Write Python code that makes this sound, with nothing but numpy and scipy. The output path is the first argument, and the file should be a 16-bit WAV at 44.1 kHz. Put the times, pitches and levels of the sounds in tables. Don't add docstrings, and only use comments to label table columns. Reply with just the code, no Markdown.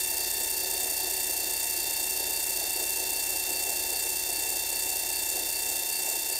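import sys
import numpy as np
from scipy import signal
from scipy.fft import rfft, irfft
from scipy.io import wavfile

SR = 44100
rng = np.random.default_rng(int(sys.argv[2]) if len(sys.argv) > 2 else 0)


def persist_wave(psi):
    counts = np.round(np.clip(psi, -1, 1) * 32767).astype(np.int16)
    wavfile.write(sys.argv[1], SR, np.atleast_2d(counts).T)


N = 281798
T, HZ = np.arange(N) / SR, np.fft.rfftfreq(N, 1 / SR)
GEAR_TURNS, SCREW_TURNS = 5, 30
# time in seconds, turns per second.
MOTOR_SPEED = [(0, 75.13), (.35, 75.26), (.8, 75.23), (1.6, 75.21), (2.4, 75.26), (3.1, 75.14),
               (3.8, 75.12), (4.6, 75.13), (5.4, 75.11), (6.39, 75.17)]


def motor_turns(sag=0.00061, waver=0.000495):
    speed_hz, = curves(MOTOR_SPEED)
    screw_rad = 2 * np.pi * np.cumsum(speed_hz) / SR / SCREW_TURNS
    return np.cumsum(speed_hz * (1 + sag * np.cos(screw_rad) + waver * drift(11))) / SR


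def gear_rasp(turns, pressure):
    # frequency in Hz, density in dB per Hz.
    rasp_spectrum = [(900, -100), (1400, -97), (1750, -84), (2300, -86.5), (3100, -96), (3250, -87),
                     (3900, -101), (4100, -81), (6000, -95), (9800, -77), (10550, -81), (11100, -78.5),
                     (12000, -77), (15000, -89)]
    # frequency in Hz, width in Hz, relative level in dB (housing: dB per Hz).
    housing_modes = [(2757, 108, -75.5), (5256, 190, -74.5), (5625, 244, -73), (6264, 144, -70),
                     (6715, 107, -71), (8700, 280, -92), (9100, 355, -67.5), (9295, 400, -67)]
    gearbox_modes = [(3601, 114, 0)]
    tube_modes = [(4620, 200, -2), (4637, 210, -0.5)]
    screw_modes = [(6960, 170, 1), (7330, 210, 5), (7860, 220, 3.5), (8170, 85, 0), (8380, 150, 2.5)]
    # cycles per motor turn, relative level in dB.
    gearbox_tones = [(47, -11.5), (47.6, -12), (48, -6.5), (48.4, -19)]
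    tube_tones = [(59, -13.5), (60, -14), (60.6, -14), (61.4, -11.5)]
    # place and width in screw turns, dB at start and end of travel.
    housing_spots = [(.08, 0.1, 0.36, -1.4), (.62, 0.061, -0.87, -1.8)]
    gearbox_spots = [(.43, 0.14, -3, 3), (.69, 0.087, 3.5, 2), (.94, 0.13, 2, -2.5)]
    tube_spots = [(.23, .07, 0, -2), (.57, .15, 6.8, 1.2), (.95, .12, 1, 4.5)]
    screw_spots = [(.07, .1, 4, 2.6), (.29, .1, -1.5, 5.5), (.82, 0.087, 1, 1.5)]
    friction = tooth_friction(turns)
    housing = colour(friction * pressure, np.hypot(spectrum(rasp_spectrum), resonance(housing_modes)))
    gearbox = amp(-7) * ring(friction * pressure ** 0.48, gearbox_modes) + tones(turns, gearbox_tones)
    gearbox *= unit_rms(amp(0.5 * np.cos(2 * np.pi * turns / GEAR_TURNS)))
    tube = amp(-3.5) * ring(friction * pressure ** 0.51, tube_modes) + tones(turns, tube_tones)
    screw = ring(friction * pressure ** 0.8, screw_modes)
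    return (amp(swell_db(turns, housing_spots)) * housing
            + amp(-44.5 + swell_db(turns, gearbox_spots)) * gearbox
            + amp(-42 + swell_db(turns, tube_spots)) * tube
            + amp(-41 + swell_db(turns, screw_spots)) * screw
            + flank_hiss(friction * pressure ** 1.42))


def flank_hiss(drive):
    # frequency in Hz, relative level in dB.
    hiss_spectrum = [(11450, -22.5), (11650, -1), (12000, 0.5), (12200, -1), (12400, 6), (12850, 5),
                     (13350, -6), (13900, 3.5), (14350, 10), (14700, 6), (14850, -7), (15100, -4),
                     (15350, -14), (15600, -9.5)]
    # time in seconds, level in dB.
    hiss_levels = [(0, -37), (1.5, -37), (3, -37.5), (4, -38), (5, -38), (6.39, -38)]
    level_db, = curves(hiss_levels)
    return amp(level_db) * unit_rms(colour(drive, spectrum(hiss_spectrum)))


def tooth_pressure(turns, uneven_db=0.5):
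    # cycles per motor turn, first tight moment in seconds, depth 0-1.
    wheels = [(.4, 0.01, 0.27), (1, 0.0097, 0.18), (1.2, 0.0045, 0.12), (1.4, 0.0021, 0.06)]
    start_hz = MOTOR_SPEED[0][1]
    wobble = sum(depth * np.cos(2 * np.pi * gear_order(order) * (turns - tight_s * start_hz))
                 for order, tight_s, depth in wheels)
    uneven = amp(uneven_db * roughness(turns, SCREW_TURNS, bumps_per_turn=8))
    return unit_rms(np.maximum(1 + wobble, 0.1) * uneven)


def tooth_friction(turns, motor_db=-13, gear_db=-7, screw_db=-3, fresh_db=-8):
    wheels = [(1, motor_db), (GEAR_TURNS, gear_db), (SCREW_TURNS, screw_db)]
    repeating = sum(amp(db) * roughness(turns, period, bumps_per_turn=480) for period, db in wheels)
    return unit_rms(repeating + amp(fresh_db) * rng.standard_normal(N))


def roughness(turns, period_turns, bumps_per_turn):
    bumps = rng.standard_normal(period_turns * bumps_per_turn)
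    track = unit_rms(signal.resample(bumps, len(bumps) * 10))
    return np.interp(turns / period_turns % 1 * len(track), np.arange(len(track)), track)


def swell_db(turns, spots):
    screw_turns, travel = turns / SCREW_TURNS, turns / turns[-1]
    total_db = 0
    for place, width, start_db, end_db in spots:
        distance = (screw_turns - place + 0.5) % 1 - 0.5
        total_db += (start_db + (end_db - start_db) * travel) * np.exp(-(distance / width) ** 2)
    return total_db


def gear_whine(turns):
    # time in seconds, level in dB (the two whines: before their offsets).
    upper_levels = [(0, -47), (.4, -50), (2.0, -47), (2.55, -48.5), (2.8, -45.7), (3.6, -45), (4.4, -46.6),
                    (6.39, -46.8)]
    lower_levels = [(0.05, -55), (1.9, -60), (3.1, -64.5), (6.27, -66), (6.3, -61)]
    drone_levels = [(0, -53.5), (1.3, -49), (1.8, -60), (2.7, -53), (4.6, -55.5), (6.39, -58.5)]
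    # place and width in screw turns, dB at start and end of travel.
    whine_spots = [(.26, 0.049, 2, 1.3), (.64, 0.067, 0.25, -5)]
    # cycles per motor turn, level in dB.
    shaft_tones = [(.8, -65.5), (3, -73), (8.8, -66), (11.6, -59), (13, -72), (14, -74.5), (19, -80),
                   (20, -75.5), (22, -62.5), (23, -57.5), (23.6, -64.5), (26, -59), (26.4, -69),
                   (29, -63.5), (35.6, -54.5), (36.4, -68), (37, -58), (37.2, -69), (54, -63), (74, -54.5),
                   (84, -50), (84.4, -56), (120.4, -64), (122.4, -69), (123.4, -62)]
    upper_db, lower_db, drone_db = curves(upper_levels) + curves(lower_levels) + curves(drone_levels)
    upper = amp(upper_db + 3.5 + swell_db(turns, whine_spots)) * tone(36 * turns, flutter_db=0.45)
    lower = amp(lower_db + 2) * tone(24 * turns, flutter_db=1)
    drone = amp(drone_db) * tone(5 * turns, flutter_db=1)
    commutator = amp(-53) * tone(12 * turns, flutter_db=0.5)
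    return upper + lower + drone + commutator + tones(turns, shaft_tones)


def door_rub(slide_db=-46.5, catch_db=1.0, catch_hz=8, grain_db=1.0, grain_hz=64):
    # middle in seconds, length in seconds, level in dB.
    binds = [(.42, 0.05, -43.5), (0.786, 0.11, -45), (1.07, 0.11, -45), (1.307, 0.071, -47.5),
             (1.48, 0.048, -45.5), (2.043, .09, -47), (2.295, 0.15, -46.5), (2.61, .07, -46.5),
             (2.81, 0.076, -43), (3.005, 0.055, -45), (3.32, 0.063, -46), (3.526, 0.13, -47.5),
             (3.656, 0.09, -45.5), (3.93, 0.059, -43.5), (4.058, 0.037, -44.5), (4.295, .06, -46.5),
             (4.443, 0.083, -44.5), (4.547, 0.04, -48), (4.888, 0.093, -48), (5.373, 0.13, -43.5),
             (5.748, 0.12, -45.5), (6.137, 0.071, -44), (6.327, 0.045, -47)]
    slide = amp(slide_db + catch_db * drift(catch_hz))
    scuffs = sum(amp(db) * np.exp(-2 * ((T - mid_s) / length_s) ** 2) for mid_s, length_s, db in binds)
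    # frequency in Hz, relative level in dB.
    wood_spectrum = [(150, -23), (240, -16), (265, -8.5), (345, 4.5), (420, -0.5), (640, -1), (750, 4),
                     (810, -1), (900, -2.5), (980, -15), (1300, -22.5), (3000, -29.5)]
    rub = rng.standard_normal(N) * amp(grain_db * drift(grain_hz))
    return np.hypot(slide, scuffs) * unit_rms(colour(rub, spectrum(wood_spectrum)))


def background():
    # frequency in Hz, density in dB per Hz.
    air_spectrum = [(10, -94), (25, -91), (45, -93), (100, -85.5), (200, -90.5), (1000, -92), (4000, -89.5),
                    (16000, -105)]
    # frequency in Hz, relative level in dB.
    hum_partials = [(44, -7.5), (79, -8.5), (220.7, -16.5)]
    # time in seconds, base level in dB.
    hum_levels = [(0, -51), (1.7, -52.5), (4.7, -51.5), (5.75, -53), (5.95, -65), (6.39, -62)]
    base_db, = curves(hum_levels)
    hum = sum(amp(base_db + db) * tone(hz * T, flutter_db=-0.5) for hz, db in hum_partials)
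    return hum + colour(rng.standard_normal(N), spectrum(air_spectrum))


def ring(drive, modes):
    return unit_rms(colour(drive, resonance(modes)))


def tone(cycles, flutter_db):
    return np.sqrt(2) * np.sin(2 * np.pi * (cycles + rng.random())) * amp(flutter_db * drift(11))


def tones(turns, rows, flutter_db=1.8):
    return sum(amp(db) * tone(gear_order(order) * turns, flutter_db) for order, db in rows)


def gear_order(order):
    return np.round(order * GEAR_TURNS) / GEAR_TURNS


def drift(rate_hz):
    return unit_rms(colour(rng.standard_normal(N), np.exp(-(HZ / rate_hz) ** 2)))


def colour(x, gain):
    return irfft(rfft(x) * gain, N) * np.sqrt(SR / 2)


def resonance(modes):
    power = sum((amp(db) / (1 + 2 * ((HZ - hz) / width_hz) ** 2)) ** 2 for hz, width_hz, db in modes)
    return np.sqrt(power)


def spectrum(points):
    hz, db = np.transpose(points)
    return amp(np.interp(np.log(HZ + 1), np.log(hz), db))


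def curves(rows):
    times_s, *columns = np.transpose(rows)
    return [np.interp(T, times_s, column) for column in columns]


def amp(db):
    return 10 ** (np.asarray(db) / 20)


def unit_rms(x):
    return x / np.sqrt(np.mean(x ** 2) + 1e-20)


def scene():
    turns = motor_turns()
    actuator = gear_rasp(turns, tooth_pressure(turns)) + gear_whine(turns)
    return (actuator + door_rub() + background())[None]


def record(dry, cutoff_hz=15700):
    taps = signal.firwin(701, cutoff_hz, window=("kaiser", 9), fs=SR)
    return signal.oaconvolve(dry, taps[None], "same")


dry = scene()
out = record(dry)
persist_wave(out)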